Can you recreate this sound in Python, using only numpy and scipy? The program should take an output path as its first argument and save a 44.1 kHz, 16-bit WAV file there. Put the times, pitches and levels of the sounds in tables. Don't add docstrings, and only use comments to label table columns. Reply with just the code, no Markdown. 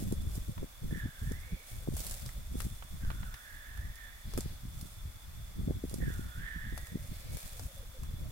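import sys
import numpy as np
from scipy import signal
from scipy.fft import rfft, irfft, next_fast_len
from scipy.io import wavfile
from scipy.ndimage import uniform_filter1d

SR = 44100
rng = np.random.default_rng(int(sys.argv[2]) if len(sys.argv) > 2 else 0)


def transcribe(u):
    v = np.clip(np.atleast_2d(u).T, -1, 1)
    q = np.round(v * 32767).astype(np.int16)
    wavfile.write(sys.argv[1], SR, q)


N = 366471
TIME = np.arange(N) / SR
# start/s, length/s, level/dB
GUSTS = [(0.002, 0.426, -37.6), (0.489, 0.019, -39), (0.585, 0.066, -38.9), (0.704, 0.096, -56),
         (0.836, 0.139, -37.5), (1.023, 0.036, -37), (1.232, 0.11, -38.5), (1.379, 0.097, -47),
         (1.53, 0.007, -35.5), (1.724, 0.3, -41), (2.063, 0.46, -43), (2.518, 0.14, -39),
         (2.701, 0.15, -45.5), (2.914, 0.055, -41.5), (3.016, 0.219, -40.5), (3.263, 0.081, -47),
         (3.534, 0.067, -51), (3.684, 0.22, -44.8), (4.02, 0.196, -54.5), (4.259, 0.28, -41.5),
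         (4.536, 0.073, -48.5), (4.64, 0.23, -43.2), (4.926, 0.15, -47.5), (5.161, 0.018, -46.5),
         (5.233, 0.29, -46), (5.568, 0.219, -37.0), (5.826, 0.47, -38), (6.363, 0.47, -42),
         (6.898, 0.16, -45), (7.102, 0.116, -45), (7.259, 0.089, -38), (7.448, 0.011, -44.5),
         (7.522, 0.14, -42.5), (7.747, 0.15, -47), (7.998, 0.29, -41.5)]
GUST_RISE_S, GUST_FALL_S = 0.014, 0.016


def gain_of(db):
    return 10 ** (np.asarray(db) / 20)


def unit_rms(x):
    return x / np.sqrt(np.mean(abs(x) ** 2) + 1e-20)


def panned(db):
    return unit_rms(gain_of([[db / 2], [-db / 2]]))


def add(mix, s, sound):
    start = round(s * SR)
    sound = sound[..., max(-start, 0):]
    part = mix[:, max(start, 0):][:, :sound.shape[-1]]
    part += sound[..., :part.shape[-1]]


def coloured(x, points):
    hz, db = np.transpose(points)
    size = next_fast_len(x.shape[-1])
    shape = gain_of(np.interp(np.log(np.fft.rfftfreq(size, 1 / SR) + 1), np.log(hz), db))
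    return unit_rms(irfft(rfft(x, size) * shape, size)[..., :x.shape[-1]])


def noise_pair(correlation, size=N):
    a, b = rng.standard_normal((2, size))
    return np.array([a, correlation * a + np.sqrt(1 - correlation ** 2) * b])


def wander(t, per_s):
    knots = rng.standard_normal(4096)
    return np.interp((t - t[0]) * per_s, np.arange(len(knots)), knots)


def resonate(x, hz, width_hz):
    turn = np.exp(2j * np.pi * np.cumsum(np.broadcast_to(hz, x.shape[-1])) / SR)
    pole = np.exp(-np.pi * width_hz / SR)
    return unit_rms(turn * signal.lfilter([1], np.poly([pole, pole]), x / turn))


def steadied(x, span_s):
    power = uniform_filter1d((x ** 2).mean(0), int(span_s * SR))
    return x / np.sqrt(abs(power) + 0.011)


def envelope(t, length, rise_s, fall_s):
    return np.exp(-(np.minimum(t, 0) / rise_s) ** 2 - np.maximum(t - length, 0) / fall_s)


def swells(rows, rise_s, fall_s):
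    t = TIME[::64]
    power = sum((gain_of(db) * envelope(t - s, length, rise_s, fall_s)) ** 2 for s, length, db in rows)
    return np.interp(TIME, t, np.sqrt(power))


def at_ports(x, corner_hz=np.inf, veer=0, top_hz=800):
    # f/Hz, lead/rad
    port_lead = [(20, 0.1), (60, 0.3), (125, 0.76), (250, 1.6), (500, 1.52)]
    size = next_fast_len(x.shape[-1])
    f = np.fft.rfftfreq(size, 1 / SR)
    lead = np.interp(f, *np.transpose(port_lead)) * (1 + veer * rng.uniform(-0.85, 1))
    phase = lead * np.array([[.5], [-.5]])
    shape = np.exp(1j * phase - f / corner_hz) / (1 + (f / top_hz) ** 4)
    return irfft(rfft(x, size) * shape, size)[:, :x.shape[-1]]


def microphone_hiss(hiss_db=-56.5, drift_db=-0.17, ring_db=-65.0, flicker_db=2.0):
    # f/Hz, level/dB
    colour = [(30, -21), (200, 11), (420, 0.5), (600, 9.5), (800, 6.5), (1050, 7), (1280, 9), (1700, 6.5),
              (2200, 7), (2800, 1), (5000, 3), (9000, 1.5), (13500, 3), (16000, 1.5)]
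    band = resonate(noise_pair(0.052), hz=3480, width_hz=215).real
    ring = unit_rms(band * gain_of(flicker_db * wander(TIME, 25)))
    hiss = coloured(noise_pair(0.0041), colour) * gain_of(hiss_db + drift_db * wander(TIME, 8))
    return hiss + gain_of(ring_db) * ring * panned(-6.5)


def wind_rumble(breeze_db=-55, wake_db=-1.5, lumpy_db=3.5):
    # f/Hz, level/dB
    colour = [(10, -11.5), (22, -5), (36, -4), (55, -5.5), (90, -16), (160, -29.5), (400, -40), (900, -60)]
    rumble = steadied(coloured(at_ports(noise_pair(0.95)), colour), span_s=0.079)
    lumps = unit_rms(gain_of(lumpy_db * wander(TIME, 20)))
    wake = gain_of(wake_db) * swells(GUSTS, GUST_RISE_S, GUST_FALL_S)
    return rumble * lumps * np.hypot(gain_of(breeze_db), wake)


def gust(s, length, db, low_hz=55, eddy_hz=92.2, eddy_at_db=-40, lumpy_db=6, trim_db=-2.5):
    t = np.arange(-SR // 8, 2 * SR // 3) / SR
    low_cut = signal.butter(2, low_hz, "high", fs=SR, output="sos")
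    air = signal.sosfilt(low_cut, noise_pair(0.77, size=len(t)))
    corner_hz = eddy_hz * gain_of(db - eddy_at_db) ** 0.66
    eddies = steadied(unit_rms(at_ports(air, corner_hz, veer=0.98)), span_s=0.049)
    eddies *= gain_of(lumpy_db * wander(t, 34))
    swell = envelope(t, length, GUST_RISE_S, GUST_FALL_S)
    level = gain_of(db + trim_db) * np.sqrt(np.mean(swell ** 2))
    return s + t[0], level * unit_rms(eddies * swell)


def rubbing(catches_per_s=650, catch_db=4, grip_db=-63.5, uneven_db=1.7, patchy_db=3, trim_db=-1):
    # start/s, length/s, level/dB
    strokes = [(0, 0.022, -49.5), (.35, 0.033, -52), (.9, 0.072, -57.5), (1.25, 0.028, -54.5),
               (1.73, 0.041, -52.5), (2.02, 0.065, -43.5), (2.17, 0.08, -55), (2.61, 0.019, -50.5),
               (2.92, 0.58, -59.5), (4.37, 0.099, -59), (4.8, 0.06, -56), (5.93, 0.26, -55),
               (6.8, 0.045, -56.5), (7.08, 0.13, -56.5), (7.39, 0.082, -49), (7.6, 0.048, -53)]
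    # f/Hz, level/dB
    colour = [(150, -32), (400, -10.5), (600, 5), (1000, -8), (2800, -4), (4500, -3), (7500, 0.5),
              (9500, 1.5), (12000, 0), (15500, -2)]
    # f/Hz, width/Hz, level/dB
    shell_modes = [(7700, 150, -19), (9310, 91, -17.5), (13200, 600, -20)]
    sizes = gain_of(catch_db * np.minimum(rng.exponential(1, (2, N)), 4))
    signs = rng.choice([-1, 1], (2, N))
    catches = unit_rms(sizes * signs * (rng.random((2, N)) < catches_per_s / SR))
    friction = coloured(noise_pair(0) + 1.06 * catches, colour)
    for hz, width, db in shell_modes:
        friction += resonate(catches, hz, width).real * gain_of(db + patchy_db * wander(TIME, 28))
    sliding = np.hypot(gain_of(grip_db), swells(strokes, rise_s=0.092, fall_s=0.15))
    return friction * sliding * gain_of(uneven_db * wander(TIME, 70) + trim_db) * panned(-1.2)


def coo(length, hz, db, fall=0.169, blur_hz=130, blur_share=1.3):
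    t = np.arange(0, length, 1 / SR)
    pitch = hz * (1 + fall * (.5 - t / length))
    tone = np.sin(2 * np.pi * np.cumsum(pitch) / SR)
    blur = resonate(noise_pair(1.0, size=len(t)), pitch, blur_hz).real
    return gain_of(db) * unit_rms((tone + blur_share * blur) * signal.windows.tukey(len(t), .7))


def distant_bubbling(notes_per_s=9, note_s=0.086, note_hz=533, spread=0.062, uneven_db=4.5):
    # start/s, length/s, level/dB
    bouts = [(0, 2.4, -71), (6.851, 1.45, -72.5)]
    # t/s, length/s, pitch/Hz, level/dB
    clear_coos = [(7.025, 0.043, 565, -66), (7.672, 0.062, 547, -64.5), (7.755, 0.048, 546, -64),
                  (7.793, 0.057, 520, -62), (7.928, 0.068, 524, -62.5), (8.236, 0.05, 647, -65)]
    mix = np.zeros((2, N))
    for start, length, db in bouts:
        for s in np.arange(start, start + length, 1 / notes_per_s):
            late, detune, loud = rng.standard_normal(3)
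            note_db = db + uneven_db * np.clip(loud, -2, 1)
            add(mix, s + .015 * late, coo(note_s, note_hz * (1 + spread * detune), note_db))
    for s, length, hz, db in clear_coos:
        add(mix, s, coo(length, hz, db))
    return mix


def eddy(s, db, hz, order=3):
    t = np.arange(-SR // 30, SR // 30) / SR
    pulse = (1 - 2j * np.pi * hz * t / (order + .5)) ** -(order + 1)
    swing = (pulse * np.exp(2j * np.pi * rng.random())).real
    return s + t[0], gain_of(db) * at_ports(swing, veer=0.74)


def buffeting(count=6, scatter_s=0.013, below_db=-12, spread=0.63):
    # t/s,
    # level/dB, centre/Hz
    buffets = [(.026, -26, 199), (.127, -20.5, 259), (0.276, -27, 99), (.38, -29, 165), (.495, -27, 146),
               (0.631, -26, 327), (.928, -23.5, 189), (1.059, -25.5, 160), (1.276, -31, 100),
               (1.318, -26.5, 253), (1.537, -33, 119), (1.888, -20, 257), (1.939, -29, 230),
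               (2.556, -25.5, 220), (2.668, -28, 159), (3.023, -30.5, 61), (3.079, -24.5, 65),
               (3.208, -28.5, 70), (3.799, -33.5, 69), (4.378, -24, 377), (4.388, -25.5, 300),
               (4.461, -25.5, 119), (4.655, -32.5, 132), (4.83, -33, 141), (5.058, -32, 80.6),
               (5.596, -30.5, 119), (5.678, -20.5, 170), (5.709, -21, 300), (5.84, -23, 277),
               (5.943, -24.5, 340), (5.986, -27, 163), (6.029, -27, 404), (6.081, -25.5, 242),
               (6.195, -28.5, 195), (6.726, -32, 214), (6.958, -24, 212), (7.12, -31.5, 130),
               (8.142, -30.5, 101)]
    mix = np.zeros((2, N))
    for s, db, hz in buffets:
        add(mix, *eddy(s, db, hz))
        for late, fine in rng.standard_normal((count, 2)):
            add(mix, *eddy(s + scatter_s * late, db + below_db - 2 * fine, hz * np.exp(spread * fine)))
    return mix


def rattle(t, decay_s, colour, tail=0.25, tail_s=0.021):
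    fade = (t >= 0) * (np.exp(-abs(t) / decay_s) + tail * np.exp(-abs(t) / tail_s))
    return coloured(noise_pair(0.072, size=len(t)) * fade, colour)


def clicking(uneven_db=3, trim_db=-6.5):
    # t/s, tick level/dB, knock level/dB, knock pitch/Hz, left-right/dB
    clicks = [(.123, -46, -55, 600, -7), (0.354, -48.5, -67, 900, -2), (.578, -65, -52, 950, 3),
              (1.32, -49.5, -63, 700, -6), (1.967, -44, -52, 650, 1), (2.004, -42.5, -71, 700, -5),
              (2.067, -42, -69, 700, -4), (2.111, -42.5, -71, 900, -1), (2.261, -48, -64, 1500, -2),
              (2.291, -60, -53, 1830, -13), (2.604, -42, -44.5, 1640, 3.5), (2.619, -47, -70, 900, 2),
              (2.824, -76, -49.5, 1136, -8), (3.103, -76, -43, 1230, -7), (3.231, -68, -50, 1350, -6),
              (3.342, -56, -48.5, 1800, -3), (3.775, -56, -57, 1310, -11), (3.956, -54.5, -78, 900, -12),
              (4.337, -49, -51, 500, 2), (4.376, -40.5, -46, 1150, 2), (4.385, -46, -62, 600, -3),
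              (4.407, -43, -80, 900, -2), (4.812, -48.5, -72, 900, -4), (5.896, -51, -74, 900, -9),
              (5.941, -45.5, -64, 905, -10), (6.777, -46.5, -49, 700, 7), (6.87, -53, -58, 1200, -4),
              (7.37, -46, -52.5, 620, 5), (7.595, -49, -51.5, 617, 0), (8.033, -54.5, -55.5, 1300, -8)]
    # f/Hz, level/dB
    tick_colour = [(500, 4.5), (2500, -7.5), (4500, 5.5), (7500, 6.5), (11000, 7), (15500, 0)]
    # multiple of its pitch, level/dB
    knock_colour = [(.2, -5), (.6, 3.5), (1, 10), (1.6, 0.5), (2.8, -1.5), (5, -20), (14, -40)]
    t = np.arange(-128, 2560) / SR
    mix = np.zeros((2, N))
    for s, tick_db, knock_db, knock_hz, balance_db in clicks:
        bright = [(hz, db + uneven_db * rng.standard_normal()) for hz, db in tick_colour]
        hollow = [(knock_hz * ratio, db) for ratio, db in knock_colour]
        tick = gain_of(tick_db) * rattle(t, decay_s=0.0019, colour=bright)
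        knock = gain_of(knock_db) * rattle(t, decay_s=0.0025, colour=hollow)
        add(mix, s + t[0], (tick + knock) * gain_of(trim_db) * panned(balance_db))
    return mix


def grouse_hisses(quiver=0.014, rasp_db=0.5, firm_db=-50, focus=0.28, beak_hz=1746, beak_width_hz=330):
    # t/s, effort/dB, throat/Hz, beak resonance/dB
    calls = [
        [(.9, -59, 1700, -4), (.95, -48.5, 1770, 3), (1.01, -46.5, 1740, -2), (1.115, -58.5, 1630, -4),
         (1.2, -57.5, 1600, -10), (1.32, -53.5, 1820, 5), (1.39, -57, 2050, 0), (1.48, -57, 2200, -1),
         (1.6, -61, 2300, -7), (1.75, -63, 2230, -3), (1.84, -71, 2300, -2)],
        [(2.995, -66, 1650, 0), (3.035, -55, 1580, 1), (3.15, -59, 1440, -5), (3.3, -56.5, 1460, -8),
         (3.41, -56.5, 1460, 9), (3.49, -53, 1760, 4), (3.64, -53.5, 1680, 1), (3.86, -54.5, 1790, -8),
         (3.95, -61, 1810, -6), (3.985, -53.5, 1820, -8), (4.06, -52, 1780, -7), (4.14, -58, 1850, -2),
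         (4.27, -65, 1850, -1)],
        [(5.995, -66, 1880, -5), (6.02, -48.5, 1850, -3), (6.07, -47.5, 1750, 4), (6.11, -49.5, 1570, 2),
         (6.18, -56.5, 1430, 0), (6.3, -57, 1430, -2), (6.4, -50.5, 1590, -1), (6.465, -43.5, 1770, 1),
         (6.57, -46, 1740, -11), (6.7, -49, 1770, -9), (6.78, -54.5, 1910, 0), (6.92, -58, 1920, -1),
         (7.06, -69, 2000, 0)],
        [(7.02, -69, 2120, 1), (7.39, -62.5, 2290, -12), (7.58, -69, 2450, 4)],
    ]
    # multiple of the main one, width/Hz, level/dB
    throat_modes = [(1, 197, 5), (1.16, 430, -8.5), (.88, 320, -11), (1.88, 980, -11)]
    left_lead = np.exp(1j * np.array([[1.86], [0]]))
    mix = np.zeros((2, N))
    for curve in calls:
        times, *controls = np.transpose(curve)
        t = np.arange(times[0], times[-1], 1 / SR)
        effort_db, throat_hz, beak_db = (np.interp(t, times, control) for control in controls)
        centre = throat_hz * (1 + quiver * wander(t, 59.4))
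        modes = [(centre * ratio, width, db) for ratio, width, db in throat_modes]
        modes.append((beak_hz, beak_width_hz, beak_db))
        main, *others = [gain_of(db) * resonate(noise_pair(0.62, size=len(t)), hz, width)
                         for hz, width, db in modes]
        voice = main * gain_of(focus * (effort_db - firm_db)) + sum(others)
        hiss = steadied(unit_rms((voice * left_lead).real), span_s=0.037)
        rasp = gain_of(rasp_db * wander(t, 130))
        level = gain_of(effort_db) * signal.windows.tukey(len(t), .02)
        add(mix, t[0], unit_rms(hiss * rasp) * level * panned(-7.5))
    return mix


def scuffing():
    # start/s, length/s, level/dB
    scuffs = [(2.03, 0.23, -60.5), (4.31, 0.19, -58), (7.15, 0.38, -60)]
    # f/Hz, level/dB
    colour = [(200, -10), (550, 6.5), (1250, -6), (1700, 4.5), (2600, -1.5), (4600, 4), (7500, -11)]
    return coloured(noise_pair(0), colour) * swells(scuffs, rise_s=0.046, fall_s=0.075)


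def through_body(touch):
    # f/Hz, left-right/dB
    body_balance = [(3000, 1), (5000, 2.5), (7500, -3.5), (10000, -4), (13500, 5)]
    size = next_fast_len(N)
    balance_db = np.interp(np.fft.rfftfreq(size, 1 / SR), *np.transpose(body_balance))
    return irfft(rfft(touch, size) * gain_of([balance_db / 2, -balance_db / 2]), size)[:, :N]


def scene():
    mix = microphone_hiss() + wind_rumble()
    for row in GUSTS:
        add(mix, *gust(*row))
    handling = through_body(rubbing() + clicking() + scuffing())
    return mix + handling + distant_bubbling() + buffeting() + grouse_hisses()


def record(dry, edge_hz=15950):
    high_cut = signal.firwin(511, edge_hz, window=("kaiser", 9), fs=SR)
    return signal.oaconvolve(dry, high_cut[None], "same")


dry = scene()
out = record(dry)
transcribe(out)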